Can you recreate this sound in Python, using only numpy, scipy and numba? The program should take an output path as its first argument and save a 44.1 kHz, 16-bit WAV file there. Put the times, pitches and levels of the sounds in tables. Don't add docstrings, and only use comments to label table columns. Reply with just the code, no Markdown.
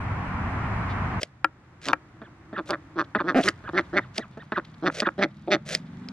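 import sys
import numpy as np
from scipy import signal
from scipy.fft import rfft, irfft
from scipy.io import wavfile
from scipy.ndimage import uniform_filter1d
from numba import njit

SR = 44100
rng = np.random.default_rng(int(sys.argv[2]) if len(sys.argv) > 2 else 0)


def unload_audio(sound):
    columns = np.transpose(np.atleast_2d(sound))
    steps = np.round(np.clip(columns, -1, 1) * 32767)
    wavfile.write(sys.argv[1], SR, steps.astype(np.int16))


N = 269892
T = np.arange(N) / SR

# frequency in Hz, level in dB.
FAR_TOWN_SPECTRUM = [(15, -40.5), (25, -11.5), (50, -8), (98, -0.5), (154, -9.5), (191, -6.5), (326, -19.5),
                     (415, -23), (543, -25.5), (709, -18.5), (1030, -15.5), (2240, -27), (3630, -48),
                     (8780, -65), (11800, -75), (15000, -103)]
NEAR_TOWN_SPECTRUM = [(15, -66), (25, -32.5), (60, -13.5), (130, -8), (200, -17.5), (300, -19.5),
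                      (450, -28.5), (1200, -26), (2000, -31.5), (3000, -44), (5000, -52), (7000, -55.5),
                      (10000, -65), (15000, -76.5)]
# frequency in Hz, side minus mid in dB.
DIFFUSE_WIDTH = [(60, -32.5), (110, -29), (200, -17), (380, -11.5), (700, -9), (1290, -5.5), (2380, -1),
                 (4400, 3), (8120, 5.5), (15000, 1.5)]
# time in seconds, cycle rate in Hz, level in dB.
MOTOR_RUN_UP = [(1.199, 13, -71.5), (2.999, 15.3, -66), (3.999, 18, -49.5), (4.999, 20.2, -51),
                (5.6, 20.5, -43), (6.12, 25.3, -39.5)]
# multiple of the cycle rate, relative level in dB.
MOTOR_HARMONICS = [(4, -21), (6, -8.5), (7, -1), (8, 1), (10, -1), (11, -5.5), (12, -7), (16, -16.5)]
# frequency in Hz, left phase lead in radians, left minus
# right in dB.
VOICE_STEREO = [(100, 0.1, -2), (400, 0.17, -0.1), (1200, 0.49, -1.5), (2200, 0.64, -2), (4200, 1, -1.5),
                (5950, -2, -4), (8000, -0.5, -5), (15000, -2.5, -1)]
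GRAZING_STEREO = [(100, 0.3, 0), (400, 0.27, 0.2), (1216, 0.2, 0.3), (2190, 0.87, -0.4),
                  (4600, 1.17, -0.49), (6140, 0.9, -0.39), (8030, 2.39, -1.1), (15000, 2.35, 0.3)]

# frequency in Hz, gain in dB.
RUSTLE_SPECTRUM = [(600, -27), (2000, -3), (3600, 6.5), (5000, -3.5), (7000, -20.5), (14000, -33)]
TEAR_SPECTRUM = [(130, -8.5), (260, -5), (380, -1), (600, 13), (950, -15), (1500, 1), (3000, -1.5),
                 (5200, -4), (8000, -7.5), (11000, -18), (16000, -36)]
SNAP_SPECTRUM = [(150, -12), (650, -0.5), (1000, -23.5), (2000, 0.5), (3200, 1), (4100, -3.5), (4900, 5.5),
                 (6200, -15), (8000, -6.5), (10500, -25.5), (16000, -29.5)]
# start in seconds, length in seconds, level in dB.
GRASS_NIBBLES = [(0.878, 0.066, -50), (2.667, 0.018, -52), (3.037, 0.018, -55.5), (3.423, .026, -33),
                 (3.746, .012, -54), (3.802, 0.014, -49), (4.644, .014, -49.5), (4.738, .014, -56),
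                 (5.189, 0.011, -45)]
# snap time and pull length in seconds, snap and tear levels in dB,
# hollow bill ring in dB, gain at 12 kHz in dB.
GRASS_PULLS = [(1.232, .035, -22.5, -39, -3, -2), (1.8855, .075, -24, -39.5, -15, -5),
               (2.7069, .055, -29, -47, 4, 1), (3.487, 0.14, -18.5, -36.5, -3.5, -1),
               (4.181, 0.043, -22.5, -41.5, -18, -4), (5.003, .095, -20, -36.5, -1.5, -6),
               (5.75, 0.098, -17.5, -34, -3.5, -2), (6.087, 0.00081, -37.5, -47.5, -11, -13)]
# mode frequency in Hz, width in Hz, gain in dB.
BILL_MODES = [(309, 23, -8.5), (537, 45, -11.5), (757, 70, -8), (940, 100, -8), (1106, 62, -8.5),
              (1338, 52, 3.5), (1655, 63, -2.5), (1865, 46, -8.5), (2380, 99, -9.5), (2720, 130, -15),
              (3100, 140, -23)]
# start in seconds, level in dB, factor on the mode frequencies,
# choke time in seconds, left minus right in dB.
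BILL_CLAPS = [(1.4439, -14, 1.018, 0.018, 4), (1.9313, -14, .99, 0.01, 5.5), (3.1484, -20, 1.1, .007, 3),
              (4.5197, -26, 1.11, 0.0038, -2), (4.5956, -34, 1.1, 0.0052, -1),
              (4.898, -28, 1.03, 0.005, -1.5), (5.0869, -23.5, 1, 0.0038, -4)]

# multiple of the chest resonance, gain in dB.
CHEST_RESPONSE = [(.21, -29), (.42, -7), (.67, 0), (1, 9.5), (1.3, -2), (1.6, -0.5), (2.7, -65)]
# frequency in Hz, width in Hz, gain in dB.
THROAT_MODES = [(582, 70, 6.5), (816, 110, -4)]
RASP_MODES = [(2400, 300, 2), (3610, 290, 2), (4430, 350, 0.5), (5730, 470, -0.5)]
# frequency in Hz, gain in dB.
RASP_SPECTRUM = [(1500, -18), (2500, -1), (3600, 0), (4700, 0), (5400, -5), (6300, -10), (7200, -17),
                 (15000, -32)]
WINDPIPE_SPECTRUM = [(100, 0), (390, 0), (490, 0.5), (590, -1), (700, -2), (950, 3), (1280, 2.5),
                     (1500, -1.5), (2200, 1.5), (3100, -2), (3600, -1.5), (4250, -4), (4800, -9),
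                     (5600, -5), (7000, -9.5), (15000, -23)]
CROAK_SPECTRUM = [(100, -24.5), (250, 2), (380, -3.5), (520, -6.5), (740, -2.5), (950, -27), (1300, -15),
                  (1850, -16.5), (2300, -23), (2650, -21), (3300, -30.5), (5200, -35), (7000, -48),
                  (15000, -63)]
# top time and fall in seconds, top in Hz, level in dB.
GRUNT_WHISTLES = [(3.754, .028, 1850, -27.5), (3.951, 0.034, 1850, -33), (5.201, 0.025, 1927, -30.5)]
# start, squeak top time and squeak fall in seconds, opening level in dB,
# bill ring over that in dB, squeak level in dB, squeak top in Hz, closing grunt length in seconds.
MUTTER_CALLS = [(2.215, 2.253, 0.021, -42.5, -5, -52.5, 1787, 0.0018),
                (2.527, 2.556, .017, -37, -9.5, -30.5, 1850, .035),
                (3.153, 3.183, 0.017, -26, -1.5, -27.5, 2020, .021),
                (3.638, 3.669, .016, -48.5, 0, -32.5, 1680, .009),
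                (3.99, 4.029, .024, -55.5, -14, -50.5, 1860, 0.0032),
                (4.182, 4.213, 0.03, -31.5, -12.5, -44, 1950, 0.00065),
                (4.37, 4.412, 0.015, -40, -11, -47.5, 1880, 0.0012),
                (4.519, 4.553, .018, -32.5, 0.5, -26, 1980, .02),
                (5.019, 5.046, .023, -28, -2.5, -23.5, 1980, .019)]
# crest time, build-up and fade in seconds, crest pitch in Hz,
# crest half-width in seconds, chest, throat, bill and rasp levels in dB ahead of the windpipe,
# open-bill and chest resonances in Hz.
GRUNT_CALLS = [(1.8993, 0.037, .03, 146.2, 0.02, -34.5, -38.5, -33.5, -43, 1300, 315),
               (2.709, .018, .022, 204.8, .02, -32, -29, -33.5, -44, 1320, 362),
               (2.7384, 0.012, 0.019, 167.5, 0.019, -34.5, -36, -30, -45, 1530, 331),
               (3.0, .045, .03, 171, 0.018, -30.5, -37, -28, -42, 1437, 339),
               (3.294, 0.058, 0.04, 184.8, 0.015, -31, -38.5, -28, -42.5, 1530, 317),
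               (3.483, 0.043, 0.019, 206.2, .0082, -28.5, -37, -24, -40, 1690, 336),
               (3.7826, .05, 0.034, 201.3, 0.011, -27.5, -32, -25.5, -37.5, 1750, 339),
               (3.9786, 0.052, 0.018, 202.7, 0.013, -28, -29.5, -24, -37, 1794, 328),
               (4.8705, .046, .03, 192.4, 0.011, -26.5, -31.5, -27.5, -36, 1574, 315),
               (5.2313, 0.052, 0.028, 203.9, 0.013, -26, -27.5, -27, -32, 1785, 313),
               (5.481, 0.0067, 0.025, 190, 0.01, -30, -29.5, -57, -52, 1150, 381),
               (5.531, 0.028, 0.036, 208.4, 0.021, -24.5, -23, -26, -25.5, 1690, 339)]

NEAR_FROM_S = 1.2
CLOSING_HZ = 194.2


def undb(db):
    return 10 ** (np.asarray(db) / 20)


def level(x, db, seconds):
    return x * undb(db) / np.sqrt(np.sum(x ** 2) / (seconds * SR) + 1e-18)


def on_bins(points, size):
    hz, value = np.transpose(points)
    return np.interp(np.log(np.arange(size // 2 + 1) * SR / size + 1), np.log(hz + 1), value)


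def colour(x, points, size=4096):
    cepstrum = irfft(np.log(undb(on_bins(points, size))))
    cepstrum[1:size // 2] *= 2
    cepstrum[size // 2 + 1:] = 0
    return signal.fftconvolve(x, irfft(np.exp(rfft(cepstrum))))[:len(x)]


def ring(x, hz, width_hz):
    return signal.lfilter(*signal.iirpeak(hz, hz / width_hz, fs=SR), x)


@njit
def sweep(x, hz, width_hz):
    y, band, low = np.empty(len(x)), 0., 0.
    for i in range(len(x)):
        g, damping = np.tan(np.pi * hz[i] / SR), width_hz / hz[i]
        v = (band + g * (x[i] + 1e-18 - low)) / (1 + g * (g + damping))
        band, low, y[i] = 2 * v - band, low + 2 * g * v, damping * v
    return y


def walk(rate_hz):
    hold = int(SR / rate_hz)
    steps = np.repeat(rng.standard_normal(N // hold + 1), hold)
    return 1.3 * uniform_filter1d(uniform_filter1d(steps, hold), hold)[:N]


def window(start_s, size=8192):
    return (int(start_s * SR) + np.arange(size)) / SR


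def add(out, x, start_s, pan_db=0):
    i = int(start_s * SR)
    out[:, i:i + len(x)] += undb(np.array([[pan_db], [-pan_db]]) / 2) * x[:N - i]


def stereo_image(x, table):
    hz, phase, pan_db = np.transpose(table)
    lead_rad, louder_db = (on_bins(np.transpose([hz, column]), N) for column in (phase, pan_db))
    half = np.array([[1], [-1]]) / 2
    return irfft(rfft(x) * np.exp(1j * half * lead_rad) * undb(half * louder_db), N)


def diffuse(spectrum):
    side_gain = undb(on_bins(DIFFUSE_WIDTH, N))
    mid, side = (rfft(rng.standard_normal(N)) * undb(on_bins(spectrum, N)) for _ in range(2))
    return irfft(mid + np.array([[1], [-1]]) * side * side_gain, N)


def town(far_db=-28, near_db=-52):
    far, near = diffuse(FAR_TOWN_SPECTRUM), diffuse(NEAR_TOWN_SPECTRUM)
    far *= undb(far_db + .5 * walk(2.87)) / np.std(far.mean(0))
    rise_db = np.interp(T, [1.5, 3, 6], [-1.5, 1, 3])
    near *= undb(near_db + rise_db + 2 * walk(3.017)) / np.std(near.mean(0))
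    far_gate = np.interp(T, [NEAR_FROM_S - .004, NEAR_FROM_S + .0047], [1, 0])
    return far * far_gate + near * (T > NEAR_FROM_S)


def insect(hz=8750, width_hz=220, db=-77, length_s=.055, period_s=.247, until_s=.9):
    gate = (T % period_s < length_s) & (T < until_s)
    song = ring(ring(rng.standard_normal(N), hz, width_hz), hz, width_hz)
    return level(song, db, N / SR) * uniform_filter1d(gate.astype(float), size=400)


def drone(base_db=-61, start_hz=350, end_hz=300):
    phase = 2 * np.pi * np.cumsum(np.interp(T, [NEAR_FROM_S, 3], [start_hz, end_hz])) / SR
    hum = walk(100) * np.sin(phase) + walk(100) * np.cos(phase)
    return undb(base_db) * hum * np.interp(T, [NEAR_FROM_S, 1.5, 2.8, 4], [.26, .16, 2.66, .1])


def motor(flutter_db=3):
    times_s, hz, db = np.transpose(MOTOR_RUN_UP)
    phase = 2 * np.pi * np.cumsum(np.interp(T, times_s, hz) * (1 + .021 * walk(40))) / SR
    hum = sum(undb(order_db + flutter_db * walk(9.3)) * np.sin(order * phase + 2 * np.pi * rng.random())
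              for order, order_db in MOTOR_HARMONICS)
    return level(hum, 0, N / SR) * undb(np.interp(T, times_s, db)) * (T > NEAR_FROM_S)


def garden_echo(x, tail_db=-23, t60_s=.15, size=16384):
    t = T[:size]
    scatter = diffuse([(100, 0), (400, 5), (1400, -1), (4000, -10.5), (15000, -39)])[:, :size]
    tail = scatter * undb(-60 * t / t60_s) * (t > .003)
    tail *= undb(tail_db) / np.sqrt(np.sum(tail ** 2) / 2)
    return signal.fftconvolve(x.mean(0)[None] / 2, tail, axes=1)[:, :N]


def stirring(db=-70, patchy_db=4):
    blades = colour(rng.standard_normal(N), RUSTLE_SPECTRUM) * undb(patchy_db * walk(56))
    return level(blades, db, N / SR) * np.interp(T, [NEAR_FROM_S, 2.5, 4], [.12, .16, 1])


def crackle(per_s=70, db=-77, spread_db=3, crumble_s=.00088):
    hits = rng.random(N) < per_s / SR
    strength = undb(spread_db * np.clip(rng.standard_normal(N), -2, 2))
    ticks = hits * strength * np.interp(T, [NEAR_FROM_S, 4], [0, 1])
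    crumble = signal.lfilter([1], [1, -np.exp(-1 / (crumble_s * SR))], ticks) * rng.standard_normal(N)
    return level(colour(crumble, [(800, -13), (3500, .5), (8000, -9), (14000, -24)]), db, N / SR)


def nibble(length_s, db):
    t = window(0)
    brush = rng.standard_normal(len(t)) * np.sin(np.pi * np.minimum(t / length_s, 1)) ** 2
    return level(colour(brush, RUSTLE_SPECTRUM), db, length_s / 2)


def tear(grip_s, snap_s, db, hollow_db, release_s=.0099):
    t = window(grip_s)
    strain = np.interp((t - grip_s) / (snap_s - grip_s), [0, .35, .72, 1], [0, .2, .83, .67])
    strain *= np.exp(-np.maximum(t - snap_s, 0) / release_s)
    fibres = rng.standard_normal(len(t)) * (rng.random(len(t)) < .18)
    fibres *= undb(4 * np.minimum(rng.exponential(size=len(t)), 3) + 3.6 * walk(400)[:len(t)])
    rip = colour(fibres * strain ** .77, TEAR_SPECTRUM)
    return level(colour(rip, [(380, 0), (600, hollow_db), (950, 0)]), db, snap_s - grip_s)


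def snap(db, crumble_s=.0021):
    t = window(0)
    burst = .11 * rng.standard_normal(len(t)) * np.exp(-t / crumble_s)
    burst[0] += 1
    return level(colour(burst, SNAP_SPECTRUM), db, .0061)


def clap(db, mode_scale, choke_s, contact_s=.0013, tick_db=-22, choked_above_hz=600):
    t = window(0)
    blow = .02 * rng.standard_normal(len(t)) * np.minimum(t / contact_s, 1) * np.exp(-t / .004)
    blow[int(contact_s * SR / 2)] += 1
    choke = np.exp(-(t / choke_s) ** 3 / 2)
    hollow = np.zeros(len(t))
    for k, (hz, width_hz, mode_db) in enumerate(BILL_MODES):
        mode = (-1) ** k * undb(mode_db) * ring(blow, hz * mode_scale, width_hz)
        hollow += mode * (choke if hz > choked_above_hz else 1)
    tick = colour(rng.standard_normal(len(t)) * np.exp(-abs(t - contact_s) / .00061), SNAP_SPECTRUM)
    knock = level(hollow, db, .01) + level(tick, db + tick_db, .01)
    treble_db = np.interp(db, [-18, -16], [-30, 0])
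    return colour(knock, [(2000, 0), (3000, treble_db / 2), (9000, treble_db)])


def grass_pull(snap_s, pull_s, snap_db, tear_db, hollow_db, crisp_db):
    grip_s = snap_s - pull_s
    crispness = [(6000, 0), (12000, crisp_db)]
    return [(colour(tear(grip_s, snap_s, tear_db, hollow_db), crispness), grip_s),
            (colour(snap(snap_db), crispness), snap_s)]


def squeak(top_s, fall_s, top_hz, db, rise_s=.019, floor_ratio=.44, onset_db=-42, breath_db=-16):
    t = window(0) - rise_s
    peak_s, end_s = .7 * fall_s, 1.47 * fall_s
    fall = np.clip(t / end_s, 0, 1)
    arch = np.exp(-(t / np.where(t < 0, .027, fall_s)) ** 2)
    hz = top_hz * (floor_ratio + (1 - floor_ratio) * arch)
    waver, flutter = walk(1100)[:len(t)], walk(800)[:len(t)]
    phase = 2 * np.pi * np.cumsum(hz * (1 + (.035 + .055 * fall) * waver)) / SR
    onset = min(undb(onset_db - db), 1)
    swell = np.interp(t, [-rise_s, 0, peak_s / 3, peak_s, end_s, end_s + .004],
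                      [onset / 2, onset, max(onset, .25), 1, .45, 0])
    swell *= 1 + .4 * fall * flutter
    growl = 1 + .56 * fall ** 2 * np.cos(2 * np.pi * (CLOSING_HZ * t + rng.random()))
    breath = colour(rng.standard_normal(len(t)), [(500, -9), (1100, 6.5), (3200, -8.5), (8000, -44)])
    overtone_db = np.interp(db, [-45, -30], [-11, -22])
    tone = level(breath, breath_db, len(t) / SR) + np.sin(phase) + undb(overtone_db) * np.sin(2 * phase)
    return np.sqrt(2) * undb(db) * swell * growl * tone, top_s - rise_s


def croak(db=-16.5, hold_s=.059, release_s=.0091, edge_hz=140, top_hz=271, edge_db=-4):
    t = window(0)
    arch = np.sin(np.pi * np.minimum(t / hold_s, 1))
    hz = (edge_hz + (top_hz - edge_hz) * arch) * (1 + .017 * walk(250)[:len(t)])
    pulses = np.diff(np.floor(np.cumsum(hz) / SR), prepend=-1)
    breath = .038 * colour(rng.standard_normal(len(t)), [(500, -2.5), (1500, 3), (3500, -1)])
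    effort = undb(edge_db * (1 - arch)) * np.exp(-np.maximum(t - hold_s, 0) / release_s)
    bright = -(pulses + breath) * effort
    soft = colour(bright, [(2500, 2.5), (10000, -17.5)])
    source = arch ** 2 * bright + (1 - arch ** 2) * soft
    return level(colour(source, CROAK_SPECTRUM), db, hold_s)


def syrinx(t, knots_s, pitches_hz):
    jitter = np.interp(t, knots_s, [.15, .02, .12]) * np.repeat(rng.standard_normal(len(t) // 128), 128)
    shimmer_db = np.interp(t, knots_s, [2.6, .7, 2.6]) * rng.standard_normal(len(t))
    cycles = np.cumsum(np.interp(t, knots_s, pitches_hz) * (1 + jitter)) / SR
    cycles -= np.interp(0, t, cycles)
    sounding = t < knots_s[-1]
    pulses = np.diff(np.floor(cycles), prepend=np.floor(cycles[0])) * undb(shimmer_db)
    puffs = np.exp(-(cycles % 1) / .45) * rng.standard_normal(len(t))
    return pulses * sounding, puffs * sounding


def grunt(build_s, fade_s, pitches_hz, crest_width_s, chest_db, throat_db, bill_db, rasp_db,
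          bill_hz, chest_hz, chest_fade_s=.027, spread=.22, shut_ratio=.75):
    t = window(0) - build_s
    knots_s = [-build_s, 0, fade_s]
    pulses, puffs = syrinx(t, knots_s, pitches_hz)
    effort = np.interp(t, knots_s, [.25, 1, .25])
    sharpness = 1 / (1 + np.where(t < 0, (t / (.8 * crest_width_s)) ** 6, (t / crest_width_s) ** 4))

    push = effort ** .62 * np.exp(-np.maximum(t - crest_width_s, 0) / chest_fade_s)
    chest_spectrum = [(ratio * chest_hz, db) for ratio, db in CHEST_RESPONSE]
    chest = colour(-(pulses + .035 * puffs) * push, chest_spectrum)
    breathy = ring((pulses + .07 * puffs) * effort, hz=640, width_hz=550)
    throat = sum((-1) ** k * undb(db) * ring(breathy, hz, width_hz)
                 for k, (hz, width_hz, db) in enumerate(THROAT_MODES))

    centre_hz = bill_hz * (shut_ratio + (1 - shut_ratio) / (1 + (t / crest_width_s / 2) ** 2))
    buzz = (pulses + .03 * puffs) * (sharpness + .23 * effort)
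    pair = sweep(buzz, (1 - spread) * centre_hz, 330.) - sweep(buzz, (1 + spread) * centre_hz, 290.)
    bill = sweep(sweep(pair, centre_hz, 670.), centre_hz, 1700.)
    taper = np.clip((fade_s - t) / .015, .25, 1)
    scrape = colour((pulses + .13 * puffs) * (sharpness + .22 * effort) * taper, RASP_SPECTRUM)
    rasp = .42 * scrape + sum(undb(db) * sweep(scrape, hz * (centre_hz / bill_hz) ** .5, float(width_hz))
                              for hz, width_hz, db in RASP_MODES)

    layers = [(chest, chest_db), (throat, throat_db), (bill, bill_db), (rasp, rasp_db)]
    voice = sum(level(x, db, build_s + fade_s) for x, db in layers)
    treble_db = np.interp(build_s, [.012, .022], [-13, 0])
    return colour(colour(voice, WINDPIPE_SPECTRUM), [(3400, 0), (6000, treble_db)])


def short_grunt(rise_s, fade_s, db, ring_db, pitch_hz, end_hz, crest_width_s, bill_hz):
    return grunt(rise_s, fade_s, [pitch_hz, pitch_hz, end_hz], crest_width_s,
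                 chest_db=db, throat_db=db - 3.5, bill_db=db + ring_db, rasp_db=db + ring_db - 10.5,
                 bill_hz=bill_hz, chest_hz=316)


def mutter(start_s, top_s, fall_s, open_db, ring_db, squeak_db, top_hz, close_s):
    opening = short_grunt(rise_s=.0019, fade_s=.021, db=open_db, ring_db=ring_db,
                          pitch_hz=217.7, end_hz=217.7, crest_width_s=.015, bill_hz=1463)
    whistle, whistle_s = squeak(top_s, fall_s, top_hz, squeak_db)
    closing = short_grunt(rise_s=.31 * close_s, fade_s=.69 * close_s, db=squeak_db - 2.5, ring_db=.5,
                          pitch_hz=CLOSING_HZ, end_hz=156, crest_width_s=.012, bill_hz=1407)
    return [(opening, start_s), (whistle, whistle_s), (closing, top_s + .019)]


def swelling_grunt(crest_s, build_s, fade_s, pitch_hz, *timbre):
    pitches_hz = [.86 * pitch_hz, pitch_hz, .4 * pitch_hz]
    return grunt(build_s, fade_s, pitches_hz, *timbre), crest_s - build_s


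def scene():
    voices = np.zeros((2, N))
    grazing = np.zeros((2, N)) + stirring() + crackle()
    for call in GRUNT_CALLS:
        add(voices, *swelling_grunt(*call))
    for call in MUTTER_CALLS:
        for sound, start_s in mutter(*call):
            add(voices, sound, start_s)
    for call in GRUNT_WHISTLES:
        add(voices, *squeak(*call))
    add(voices, croak(), start_s=3.346)
    for start_s, db, mode_scale, choke_s, pan_db in BILL_CLAPS:
        add(grazing, clap(db, mode_scale, choke_s), start_s, pan_db)
    for start_s, length_s, db in GRASS_NIBBLES:
        add(grazing, nibble(length_s, db), start_s)
    for pull in GRASS_PULLS:
        for sound, start_s in grass_pull(*pull):
            add(grazing, sound, start_s)
    direct = stereo_image(voices, VOICE_STEREO) + stereo_image(grazing, GRAZING_STEREO)
    echo = garden_echo(voices + undb(-4.5) * grazing)
    return direct + echo + motor() + drone() + insect() + town()


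def record(dry):
    ceiling, fade_in_s, top_hz = .85, .004, 15700
    rounded = ceiling * np.tanh(dry / ceiling) * np.minimum(T / fade_in_s, 1)
    return signal.sosfilt(signal.ellip(8, .2, 80, top_hz, fs=SR, output="sos"), rounded)


dry = scene()
out = record(dry)
unload_audio(out)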